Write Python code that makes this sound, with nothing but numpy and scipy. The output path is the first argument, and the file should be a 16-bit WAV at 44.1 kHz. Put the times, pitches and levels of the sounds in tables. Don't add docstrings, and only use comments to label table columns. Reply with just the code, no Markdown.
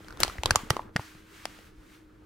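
import sys
import numpy as np
from scipy import signal
from scipy.fft import rfft, irfft
from scipy.io import wavfile

SR = 44100
rng = np.random.default_rng(int(sys.argv[2]) if len(sys.argv) > 2 else 0)


def digitize_waveform(pressure):
    field = np.atleast_2d(pressure).T
    bounded = np.clip(field, -1, 1)
    quanta = np.round(bounded * 32767).astype(np.int16)
    wavfile.write(sys.argv[1], SR, quanta)


def volts_from_db(level):
    exponent = np.asarray(level, float) / 20
    return 10 ** exponent


N = 99225


def rms_one(x):
    return x / np.sqrt(np.mean(x ** 2) + 1e-20)


def top_one(x):
    return x / np.abs(x).max()


def at_hz(points, hz):
    table_hz, level = np.array(points)[:, 0], np.array(points)[:, 1]
    return np.interp(np.log(hz), np.log(table_hz), level)


def pass_band(x, hz, kind="low"):
    return signal.sosfilt(signal.butter(2, hz, kind, fs=SR, output="sos"), x)


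def drift(rate_hz):
    pole = np.exp(-80 * np.pi * rate_hz / SR)
    noise = rng.standard_normal(N // 40 + 2002)
    slow = signal.lfilter([1], [1, -2 * pole, pole * pole], noise)[2000:]
    return np.interp(np.arange(N) / 40, np.arange(len(slow)), rms_one(slow))


def ring(x, hz, cycles):
    r = 10 ** (-3 * hz / (cycles * SR))
    w = 2 * np.pi * hz / SR
    return signal.lfilter([0, np.sin(w)], [1, -2 * r * np.cos(w), r * r], x + 1e-18)


def bands(source, spectrum, patchy_db):
    # (frequency [Hz], correlation [-1..1])
    likeness = [(40, 0.94), (150, 1), (400, 0.2), (1200, 0.35), (3000, 0.74), (8000, 0.65), (14000, -1.3)]
    out = 0
    together = drift(4.0)
    edges = 18 * 2 ** np.arange(0, 10.1, .5)
    for k, (low, high) in enumerate(zip(edges, edges[1:])):
        mid, side = pass_band(source, [low, high], "band")
        hz = np.sqrt(low * high)
        alike = np.clip(at_hz(likeness, hz), -1, 1)
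        flicker_db = patchy_db * (together + drift(8.4))
        gain = volts_from_db(at_hz(spectrum, hz) + flicker_db) * (-1) ** k
        out = out + gain * (np.sqrt(1 + alike) * mid + np.sqrt(1 - alike) * side * [[1], [-1]])
    return out


def creases():
    # (time [s], peak level [dB], panel [Hz], film [Hz], film against panel [dB])
    snaps = [(.2025, -12.5, 684, 12500, -1.5), (.2118, -23, 1490, 7840, -13.5),
             (.2088, -18, 1200, 10000, 2.5), (.2325, -1, 1361, 4330, 11), (.2472, -17, 993, 3000, -8.5),
             (.4338, -13.5, 910, 2820, -4.5), (.4575, -6, 1110, 3300, 1.5), (.5072, -2.5, 1610, 4460, -2.5),
             (.5572, -0.5, 1140, 6980, -1.5), (.7005, -17.5, 2000, 7300, -2),
             (.7035, -5.5, 1253, 5750, -3.5), (.7042, -4, 514, 1970, -9), (.7658, -13.5, 1080, 2800, -17.5),
             (.9618, -8, 1740, 4600, -9.5), (1.4535, -20, 694, 4960, 3), (1.454, -16, 2000, 1370, -8.5)]
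    # (time [s], peak level [dB], panel [Hz], film against panel [dB])
    ticks = [(.045, -37.5, 740, -6), (0.083, -32.5, 1500, -4), (0.106, -32.5, 1500, -12),
             (0.1245, -32, 1400, -8), (0.172, -31.5, 1040, -6), (0.185, -42.5, 1500, -16),
             (.966, -15, 1810, -14), (0.2788, -20.5, 795, -5), (0.297, -27, 1286, -16),
             (0.354, -35, 700, -20), (0.383, -26, 1960, -20.5), (.2205, -40, 2940, -15.5),
             (0.2525, -29.5, 1020, -6), (0.474, -37, 1750, 0.5), (0.55, -21.5, 700, -23.5),
             (.004, -38.5, 500, -32), (.443, -36, 4000, -19), (0.4943, -34.5, 1800, -21.5),
             (0.736, -53, 420, 15), (0.7928, -21, 960, -71), (0.994, -23, 920, -35),
             (1.15, -41.5, 1140, -14), (1.588, -38, 470, -13), (1.609, -47, 420, -8)]
    # (frequency [Hz], level [dB])
    crack_colour = [(150, -41), (450, -23), (1000, -0.5), (3000, 5), (6000, 2.5), (10000, -5), (16000, -17)]
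    side_share = [.12, .35, .85]
    rise_s, buckle_s = .0014, .0011
    ragged_db, ragged_s = -14.5, .006
    slips_per_s, slip_spread_db = 6200, 4
    panel_hears = .3
    panel_t60_s, film_cycles, crack_db = .009, 17.7, -1.5

    size = 2048
    out = np.zeros((2, N + size))
    t = np.arange(size) / SR
    lead = int(rise_s * SR)
    colour = volts_from_db(at_hz(crack_colour, np.maximum(np.fft.rfftfreq(size, 1 / SR), 30)))
    decay = np.exp((rise_s - t) / buckle_s) + volts_from_db(ragged_db) * np.exp(-t / ragged_s)
    shape = np.minimum((t / rise_s) ** 2, decay)
    small = [(s, db, hz, 1.56 * hz + 2000, film_db) for s, db, hz, film_db in ticks]
    for s, db, panel_hz, film_hz, film_db in list(snaps) + small:
        happens = rng.random(size) < slips_per_s / SR
        size_db = slip_spread_db * np.minimum(rng.exponential(1, size), 3)
        sign = np.sign(rng.standard_normal((2, size)))
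        slips = happens * volts_from_db(size_db) * shape * sign
        slips[0, lead] = 2 * volts_from_db(slip_spread_db)
        push = slips * np.where(np.arange(size) == lead, 1, panel_hears)

        panel = ring(push, panel_hz, panel_t60_s * panel_hz)
        panel = panel + .2 * ring(slips, .45 * panel_hz, 3.0)
        panel = panel + .12 * ring(slips, 1.6 * panel_hz, 8.0)
        panel = pass_band(panel, min(2.7 * panel_hz, 15000))
        film = ring(push + .22 * slips, min(film_hz, 15000), film_cycles)
        crack = irfft(rfft(np.roll(slips, 6, axis=1)) * colour)

        pair = 0
        levels_db = (0, film_db, film_db + crack_db)
        for part, level_db, share in zip((panel, film, crack), levels_db, side_share):
            even = part / np.linalg.norm(part, axis=1, keepdims=True)
            pair = pair + volts_from_db(level_db) * even * [[1], [share]]
        mid, side = pair
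        side = side - mid * (mid @ side) / (mid @ mid)
        i = int((s - .0004) * SR)
        out[:, i:i + size] += volts_from_db(db) * np.array([mid + side, mid - side]) / np.abs(mid).max()
    return pass_band(out[:, :N] + 1e-18, 380, "high")


def tail(x):
    level_db, t60_s, cut_hz = -24.5, .29, 5100
    hollow_hz, hollow_cycles, hollow_db = 1316, 12, -8
    t = np.arange(SR // 2) / SR
    noise = rng.standard_normal((2, len(t))) + 1.5 * rng.standard_normal(len(t))
    room = rms_one(signal.lfilter(*signal.butter(1, cut_hz, fs=SR), noise))
    hollow = rms_one(ring(noise, hollow_hz, hollow_cycles))
    echo = (room + volts_from_db(hollow_db) * hollow) * volts_from_db(-60 * t / t60_s) * (t > .002)
    echo = echo / np.sqrt(np.sum(echo ** 2) / 2)
    return volts_from_db(level_db) * signal.fftconvolve(x, echo, axes=1)[:, :N]


def puffs():
    # (time [s], peak level [dB], swing [Hz])
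    pushes = [(0.201, -48, 42), (.28, -35, 60), (0.387, -28.5, 63), (.458, -29, 94), (0.511, -21.5, 95),
              (0.559, -28.5, 95), (0.634, -31, 240), (0.706, -17, 123), (0.733, -36, 204), (0.771, -62, 59),
              (.855, -42, 211), (0.958, -19, 161.6), (0.991, -29, 108), (1.152, -45.5, 153),
              (1.778, -45.5, 40)]
    out = np.zeros(N)
    for s, db, hz in pushes:
        cycles = np.maximum(np.arange(N) / SR - s, 0) * hz
        swing = np.sin(2 * np.pi * cycles) * cycles * np.exp(-np.log(1000) * cycles / 2.51)
        out -= volts_from_db(db) * top_one(swing)
    return out


def crackles(pull_db):
    folds_per_s, full_rate_db, cycles = 280, -48, 3.7
    rate = folds_per_s * np.minimum(volts_from_db(2 * (pull_db - full_rate_db)), 1)
    happens = rng.random(N) < rate / SR
    folds = happens * volts_from_db(4 * np.minimum(rng.exponential(1, N), 3)) * rng.choice([-1, 1], N)
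    patch = rng.integers(0, 12, N)
    lean = rng.uniform(-.4, .4, N)
    sided = folds * (1 + lean * [[1], [-1]])
    out = 0
    for k, hz in enumerate(np.geomspace(250, 3500, 12)):
        out = out + ring(sided * (patch == k), hz, cycles)
    return pass_band(out, 4000)


def hands():
    # (time [s], slide level [dB], pull level [dB])
    moves = [(0, -59, -53.5), (0.188, -59.5, -51), (0.213, -38.5, -34.5), (.33, -49, -48),
             (0.426, -59, -50.5), (.47, -49, -35.5), (.6, -45.5, -47), (.69, -58, -48), (0.732, -47.5, -41),
             (0.922, -73.5, -57), (1.0, -49, -66), (1.19, -58.5, -58.5), (1.245, -63.5, -61.5),
             (1.36, -53, -56.5), (1.67, -57, -58), (1.729, -70, -61), (1.95, -57, -58.5),
             (2.06, -72.5, -58.5)]
    # (frequency [Hz], level [dB])
    slide_colour = [(400, -18), (900, -7), (1500, 3.5), (3000, -3.5), (5000, -7.5), (8000, -12),
                    (12000, -16), (16000, -24.5)]
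    # (frequency [Hz], level [dB per Hz])
    flex_colour = [(25, 12.5), (140, 4.5), (250, -4), (400, 6), (650, -15), (1320, -3), (2500, -34),
                   (6000, -52.5)]
    fine_db, fine_follows, fine_hz = -64.5, .9, 10000
    crackle_db = .5

    s, slide_db, pull_db = np.transpose(moves)
    t = np.arange(N) / SR
    slide_db = np.interp(t, s, slide_db)
    pull_db = np.interp(t, s, pull_db)
    slide = rms_one(bands(rng.standard_normal((2, N)), slide_colour, patchy_db=.7))
    flex = rms_one(bands(rng.standard_normal((2, N)), flex_colour, patchy_db=2.2))
    fine = rms_one(pass_band(rng.standard_normal((2, N)), fine_hz, "high"))
    hiss = volts_from_db(slide_db) * slide + volts_from_db(fine_db + fine_follows * (slide_db + 56)) * fine
    return hiss + volts_from_db(pull_db) * (flex + volts_from_db(crackle_db) * crackles(pull_db))


def hum():
    # (frequency [Hz], level [dB])
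    motor = [(102.3, -68), (199.2, -69.5), (312.2, -60), (446.8, -79)]
    # (frequency [Hz], level [dB])
    air_colour = [(20, 0), (107, -0.5), (234, -8), (301, 6.5), (446, -15), (620, -17.5), (1400, -19.5),
                  (3000, -28.5), (16000, -51.5)][1:]
    waver_db, air_db = 1.5, -61.5
    t = np.arange(N) / SR
    tones = 0
    for hz, db in motor:
        level = volts_from_db(db + 3 + waver_db * drift(4.0))
        tones = tones + level * np.sin(2 * np.pi * hz * t + 1.1 * drift(9.6))
    air = rms_one(bands(rng.standard_normal((2, N)), air_colour, patchy_db=.7))
    return tones + volts_from_db(air_db) * air


def scene():
    foil = creases()
    return foil + tail(foil) + puffs() * [[1], [.9]] + hands() + hum()


def low_pass(x):
    return signal.sosfilt(signal.butter(12, 16810, fs=SR, output="sos"), x)


def record(dry):
    headroom, top_hz = .95, 16700
    soft = headroom * np.tanh(dry / headroom)
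    mix = signal.sosfilt(signal.cheby2(12, 60, top_hz, fs=SR, output="sos"), soft)
    return low_pass(mix)


dry = scene()
out = record(dry)
digitize_waveform(out)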